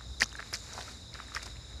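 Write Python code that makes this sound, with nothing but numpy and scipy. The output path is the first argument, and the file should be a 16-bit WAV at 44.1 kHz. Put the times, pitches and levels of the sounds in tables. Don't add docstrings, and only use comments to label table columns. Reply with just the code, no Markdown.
import sys
import numpy as np
from scipy import signal
from scipy.fft import rfft, irfft
from scipy.io import wavfile

SR = 44100
rng = np.random.default_rng(int(sys.argv[2]) if len(sys.argv) > 2 else 0)


def wav_record(signal):
    frames = np.transpose(np.atleast_2d(signal))
    bounded = np.clip(frames, -1, 1)
    quanta = np.round(bounded * 32767).astype(np.int16)
    wavfile.write(sys.argv[1], SR, quanta)


N = 79380


def undb(db):
    return 10 ** (np.asarray(db) / 20)


def unit(x):
    return x / np.sqrt(np.mean(x ** 2) + 1e-20)


def since(start):
    return np.maximum(np.arange(N) / SR - start, 0)


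def curve(table, column=1):
    rows = np.array(table)
    return undb(np.interp(np.arange(N) / SR, rows[:, 0], rows[:, column]))


def swell(u, fall):
    return u * np.exp((1 - u ** fall) / fall)


def shape(x, spectrum):
    hz, db = np.array(spectrum).T
    f = np.maximum(np.fft.rfftfreq(N, 1 / SR), 1)
    return irfft(rfft(x) * undb(np.interp(np.log(f), np.log(hz), db)), N)


def colour(x, spectrum):
    return unit(shape(x, spectrum))


def band(hz, width_hz):
    f = np.fft.rfftfreq(N, 1 / SR)
    return unit(irfft(rfft(rng.standard_normal(N)) / (1 + ((f - hz) / width_hz) ** 2) ** 2, N))


def ring(start, hz, peak_ms, fall=1, rise=0):
    t = since(start)
    u = t * 1000 / peak_ms
    return swell(u, fall) * np.sin(2 * np.pi * hz * t * (1 + rise * u / 2))


def droplets(per_s, spread_db):
    size = undb(spread_db * np.minimum(rng.exponential(size=N), 4))
    return (rng.random(N) < per_s / SR) * size * rng.choice([-1, 1], N)


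# f/Hz, width/Hz, level/dB
CHORUSES = [(3790, 380, -57.5), (5160, 460, -62), (9480, 290, -76.5)]
# t/s, level/dB
SHRILL_LEVEL = [(0, -64), (.15, -64.5), (.4, -65.5), (.6, -56.5), (.82, -62.5), (1.0, -63.5), (1.3, -63),
                (1.55, -62.5), (1.8, -64)]
def choruses():
    steady = sum(undb(db) * band(hz, width_hz) for hz, width_hz, db in CHORUSES)
    return steady + curve(SHRILL_LEVEL) * band(7030, width_hz=580)


def crickets():
    start_hz, sag_hz_per_s, stroke_s, period_s = 4243, 14600, 0.046, 0.04
    rasp = 0.37 * band(0, width_hz=296)
    strokes = 0
    for k, (late, size, detune) in enumerate(rng.standard_normal((int(N / SR / period_s) + 1, 3))):
        t = np.minimum(since((k + 0.2 * late) * period_s), stroke_s)
        cycles = start_hz * (1 + 0.01115 * detune) * t - sag_hz_per_s * t ** 2 / 2
        envelope = undb(2 * size) * np.sin(np.pi * t / stroke_s)
        strokes += envelope * np.sin(2 * np.pi * cycles + rasp)
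    return undb(-58) * unit(strokes)


# f/Hz, relative level/dB
AIR_SPECTRUM = [(100, 4.5), (160, 2.5), (240, 1), (330, -4), (600, -7), (1500, -13), (3000, -25),
                (4500, -45), (6200, -16.5), (8500, -27.5), (11000, -36.5), (14000, -53), (15000, -63)]
RUMBLE_SPECTRUM = [(15, -57), (28, -24), (42, -29), (56, 5.5), (68, -3.5), (85, -5), (115, -8.5),
                   (160, -26.5), (300, -61)]
# t/s, level/dB
RUMBLE_LEVEL = [(0, -50), (.12, -44), (.3, -51), (.47, -48.5), (.63, -49), (.85, -46.5), (.98, -55),
                (1.1, -48), (1.18, -53.5), (1.45, -48.5), (1.58, -45), (1.67, -54), (1.77, -45.5)]
def outdoors():
    air = undb(-54.5) * colour(rng.standard_normal(N), AIR_SPECTRUM)
    rumble = curve(RUMBLE_LEVEL) * colour(rng.standard_normal(N), RUMBLE_SPECTRUM)
    return air + rumble + choruses() + crickets()


# t/s, rise time/s, level/dB
BOW_WAVES = [(0.709, 0.048, -53), (1.453, 0.01, -57)]
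def bow_waves():
    envelope = sum(undb(db) * swell(since(start) / peak_s, 1.03) for start, peak_s, db in BOW_WAVES)
    return envelope * band(670, width_hz=560)


# f/Hz, relative level/dB
CHURN_SPECTRUM = [(100, -3), (220, -27), (400, 0.5), (800, -4), (1500, 3.5), (2200, 1.5), (3200, -8),
                  (6000, -35)]
def churn():
    return colour(droplets(per_s=1800, spread_db=2.5), CHURN_SPECTRUM)


# f/Hz, relative level/dB
SPRAY_SPECTRUM = [(1500, -10), (3200, -10.5), (4600, 5), (5500, 0.5), (7000, -1.5), (8700, -9.5),
                  (9700, -10.5), (12000, -17.5), (14000, -27), (15500, -37)]
# t/s, rise time/s, treble level/dB, mid-range level/dB
SPRAY_BURSTS = [(0.197, 0.013, -42, -44), (0.213, 0.014, -38, -36.5), (0.384, 0.019, -62, -60),
                (0.528, 0.02, -42.5, -52), (.783, 0.0055, -48, -57), (0.806, 0.0026, -46.5, -42),
                (0.904, 0.013, -51.5, -79), (1.139, 0.014, -56, -52.5), (1.335, 0.025, -46, -46.5),
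                (1.425, 0.0057, -40.5, -49.5), (1.455, 0.0079, -44.5, -67)]
# t/s, treble level/dB, mid-range level/dB
STIRRING = [(0, -62, -60), (.19, -60, -81), (.26, -59, -62), (.45, -57, -57), (.6, -53.5, -62),
            (.7, -53, -53.5), (.79, -49, -53.5), (.85, -52, -54.5), (.89, -51.5, -52), (.99, -59, -67.5),
            (1.1, -63.5, -67.5), (1.2, -56.5, -54.5), (1.29, -59, -59), (1.47, -54.5, -56),
            (1.55, -61.5, -62), (1.8, -63.5, -64)]
def spray():
    fine_gain, coarse_gain = 0, curve(STIRRING, column=2)
    for start, peak_s, treble_db, middle_db in SPRAY_BURSTS:
        burst = swell(since(start) / peak_s, 2.83)
        fine_gain += undb(treble_db) * burst
        coarse_gain += undb(middle_db) * burst
    fine = fine_gain * colour(droplets(per_s=5500, spread_db=3), SPRAY_SPECTRUM)
    wash = curve(STIRRING) * colour(droplets(per_s=3300, spread_db=1.5), SPRAY_SPECTRUM)
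    return fine + wash + coarse_gain * churn()


def fizz():
    per_s, centre_hz, spread_octaves, peak_s = 110, 1650, 0.4, 0.001
    t = np.arange(1000) / SR
    out, stirred = np.zeros(N + len(t)), curve(STIRRING, column=2)
    for k, (late, pitch, size) in enumerate(rng.standard_normal((int(N / SR * per_s), 3))):
        onset = int(np.clip((k + late) / per_s * SR, 0, N - 1))
        hz = centre_hz * 2 ** (spread_octaves * pitch)
        bubble = swell(t / peak_s, 1) * np.sin(2 * np.pi * hz * t)
        out[onset:onset + len(t)] += stirred[onset] * undb(3 + 3 * size) * bubble
    return out[:N]


# f/Hz, level re the slap/dB, rise time/ms
BOOT_MODES = [(204, -18.5, 3.32), (384, -29, 1.2), (636, -24, 1.4), (870, -55, 1.6)]
# t/s, level/dB, rise time/ms
SOLE_SLAPS = [(0.219, -21, 0.41), (0.2236, -29, 0.3), (0.2273, -22, 0.32), (0.5284, -25, 0.15),
              (0.5309, -26.5, 0.05), (1.368, -36, 0.095), (1.4777, -31, 0.097)]
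def sole_slaps():
    out, push_hz = 0, 760
    for start, db, push_ms in SOLE_SLAPS:
        t = since(start)
        push = swell(t * 1000 / push_ms, 1) * np.cos(2 * np.pi * push_hz * t)
        thud = sum(undb(mode_db) * ring(start, hz, peak_ms) for hz, mode_db, peak_ms in BOOT_MODES)
        out += undb(db) * (push + thud)
    return out


# f/Hz, relative level/dB
CRACK_SPECTRUM = [(1500, -9), (5000, 5.5), (9000, -2), (14500, -22)]
# t/s, f/Hz, level/dB
FILM_SNAPS = [(0.2009, 6340, -26), (0.2071, 5080, -16), (0.2152, 4800, -27), (.2181, 9950, -28),
              (0.2182, 6700, -20), (0.2202, 4730, -17.5), (0.224, 4800, -37), (0.2271, 5100, -23),
              (0.2315, 4640, -16), (0.231, 12900, -40), (0.2354, 4660, -20), (0.238, 5540, -25.5),
              (0.242, 5900, -23.5), (0.2598, 6250, -34), (0.2923, 4900, -36), (0.3289, 6750, -38),
              (0.362, 6460, -41), (0.3618, 9600, -43.5), (0.402, 4760, -36), (.5316, 11050, -33.5),
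              (0.5381, 5060, -22.5), (0.5381, 5160, -27.5), (0.542, 5450, -22), (0.5461, 4840, -24),
              (0.553, 6800, -28.5), (0.5571, 4570, -27), (0.5705, 6200, -32), (0.732, 5550, -33),
              (0.7365, 6040, -31.5), (0.8123, 3650, -32), (.824, 4370, -33), (.830, 6500, -39),
              (1.1408, 4840, -31), (1.278, 8000, -44.5), (1.349, 4950, -30), (1.3498, 5340, -24),
              (1.3527, 6700, -38), (1.3626, 4470, -30), (1.3675, 5060, -31), (1.3818, 5200, -36),
              (1.430, 5260, -40), (1.4596, 5100, -32.5), (1.703, 8150, -48)]
def film_snaps():
    puff_lead_s, puff_peak_s = 0.000097, 0.0008
    rings, puffs = 0, 0
    for start, hz, db in FILM_SNAPS:
        rings += undb(db) * ring(start, hz, peak_ms=0.28)
        puffs += undb(db) * swell(since(start - puff_lead_s) / puff_peak_s, 2.2)
    return rings + 0.18 * puffs * colour(rng.standard_normal(N), CRACK_SPECTRUM)


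# t/s, f/Hz, level/dB, rise
# time/ms
AIR_POCKETS = [(.009, 1350, -37, 0.7), (0.203, 1820, -38, 0.8), (0.2108, 2160, -22.5, 0.33),
               (0.2188, 1812, -10, 1.26), (0.2234, 2120, -25, 1.2), (0.2268, 2410, -19.5, 0.95),
               (0.23, 2930, -25.5, 0.9), (0.257, 1190, -42, 1.4), (.3195, 2920, -42.5, 0.86),
               (0.3275, 1340, -38.5, 0.58), (0.3527, 1620, -34.5, 1.53), (0.3854, 1610, -38.5, 4.3),
               (0.3937, 1540, -26.5, 0.86), (0.3986, 796, -38, 0.8), (.4033, 1460, -30, 0.51),
               (.427, 1550, -29.5, 0.53), (0.531, 1600, -32.5, 1.2), (0.5409, 2060, -26, 0.39),
               (0.545, 2130, -27, 0.5), (0.5492, 2100, -31.5, 0.53), (0.559, 1390, -38, 0.66),
               (.724, 1330, -40.5, 1.7), (0.7786, 930, -30, 0.93), (0.784, 1340, -36, 1.4),
               (0.7894, 720, -31, 0.9), (0.7967, 830, -39, 0.8), (0.809, 1660, -34, 0.61),
               (.812, 1570, -34.5, 0.77), (0.877, 1318, -42.5, 3.9), (1.131, 2070, -47, 1.4),
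               (1.1549, 1480, -35, 0.73), (1.1906, 1520, -36.5, 0.88), (1.2013, 1330, -31, 0.87),
               (1.283, 1730, -41.5, 1.45), (1.3193, 1220, -40, 1.6), (1.349, 1290, -36, 1.4),
               (1.355, 2020, -46, 0.84), (1.363, 2090, -26, 0.74), (1.367, 1440, -24, 0.85),
               (1.369, 1050, -35.5, 1.6), (1.373, 1826, -34, 2.7), (1.395, 1710, -33, 0.37),
               (1.42, 2350, -37.5, 0.48), (1.467, 930, -39, 0.75), (1.558, 1950, -46, 1.1),
               (1.568, 2440, -45, 0.69), (1.727, 1900, -46, .8)]
def air_pockets():
    rings, envelope = 0, 0
    for start, hz, db, peak_ms in AIR_POCKETS:
        rings += undb(db) * ring(start, hz, peak_ms, fall=1.76, rise=0.023)
        envelope += undb(db) * swell(since(start) * 1000 / peak_ms, 1)
    crackle_gain = np.minimum(0.26 * envelope, undb(-44.5))
    return rings + crackle_gain * churn()


def scatter(x, peak_s=0.00285):
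    t = np.arange(SR // 8) / SR
    tail = rng.standard_normal(len(t)) * swell(t / peak_s, 0.81)
    return signal.fftconvolve(x, tail / np.linalg.norm(tail))[:N]


# f/Hz, gain/dB
SIDE_GAIN = [(1000, -85), (3300, -77), (3900, -53.5), (4800, -34), (7000, -13), (13000, -4)]
def scene():
    boots = air_pockets() + film_snaps() + sole_slaps() + spray() + bow_waves()
    mid = boots + undb(-19.5) * scatter(boots) + outdoors()
    side = shape(outdoors() + undb(-0.5) * spray(), SIDE_GAIN)
    return np.array([mid + side, mid - side])


def record(dry, low_hz=36, top_hz=14500):
    thin = signal.sosfilt(signal.butter(4, low_hz, "high", fs=SR, output="sos"), dry)
    return signal.sosfiltfilt(signal.ellip(8, 0.1, 60, top_hz, fs=SR, output="sos"), thin)


dry = scene()
out = record(dry)
wav_record(out)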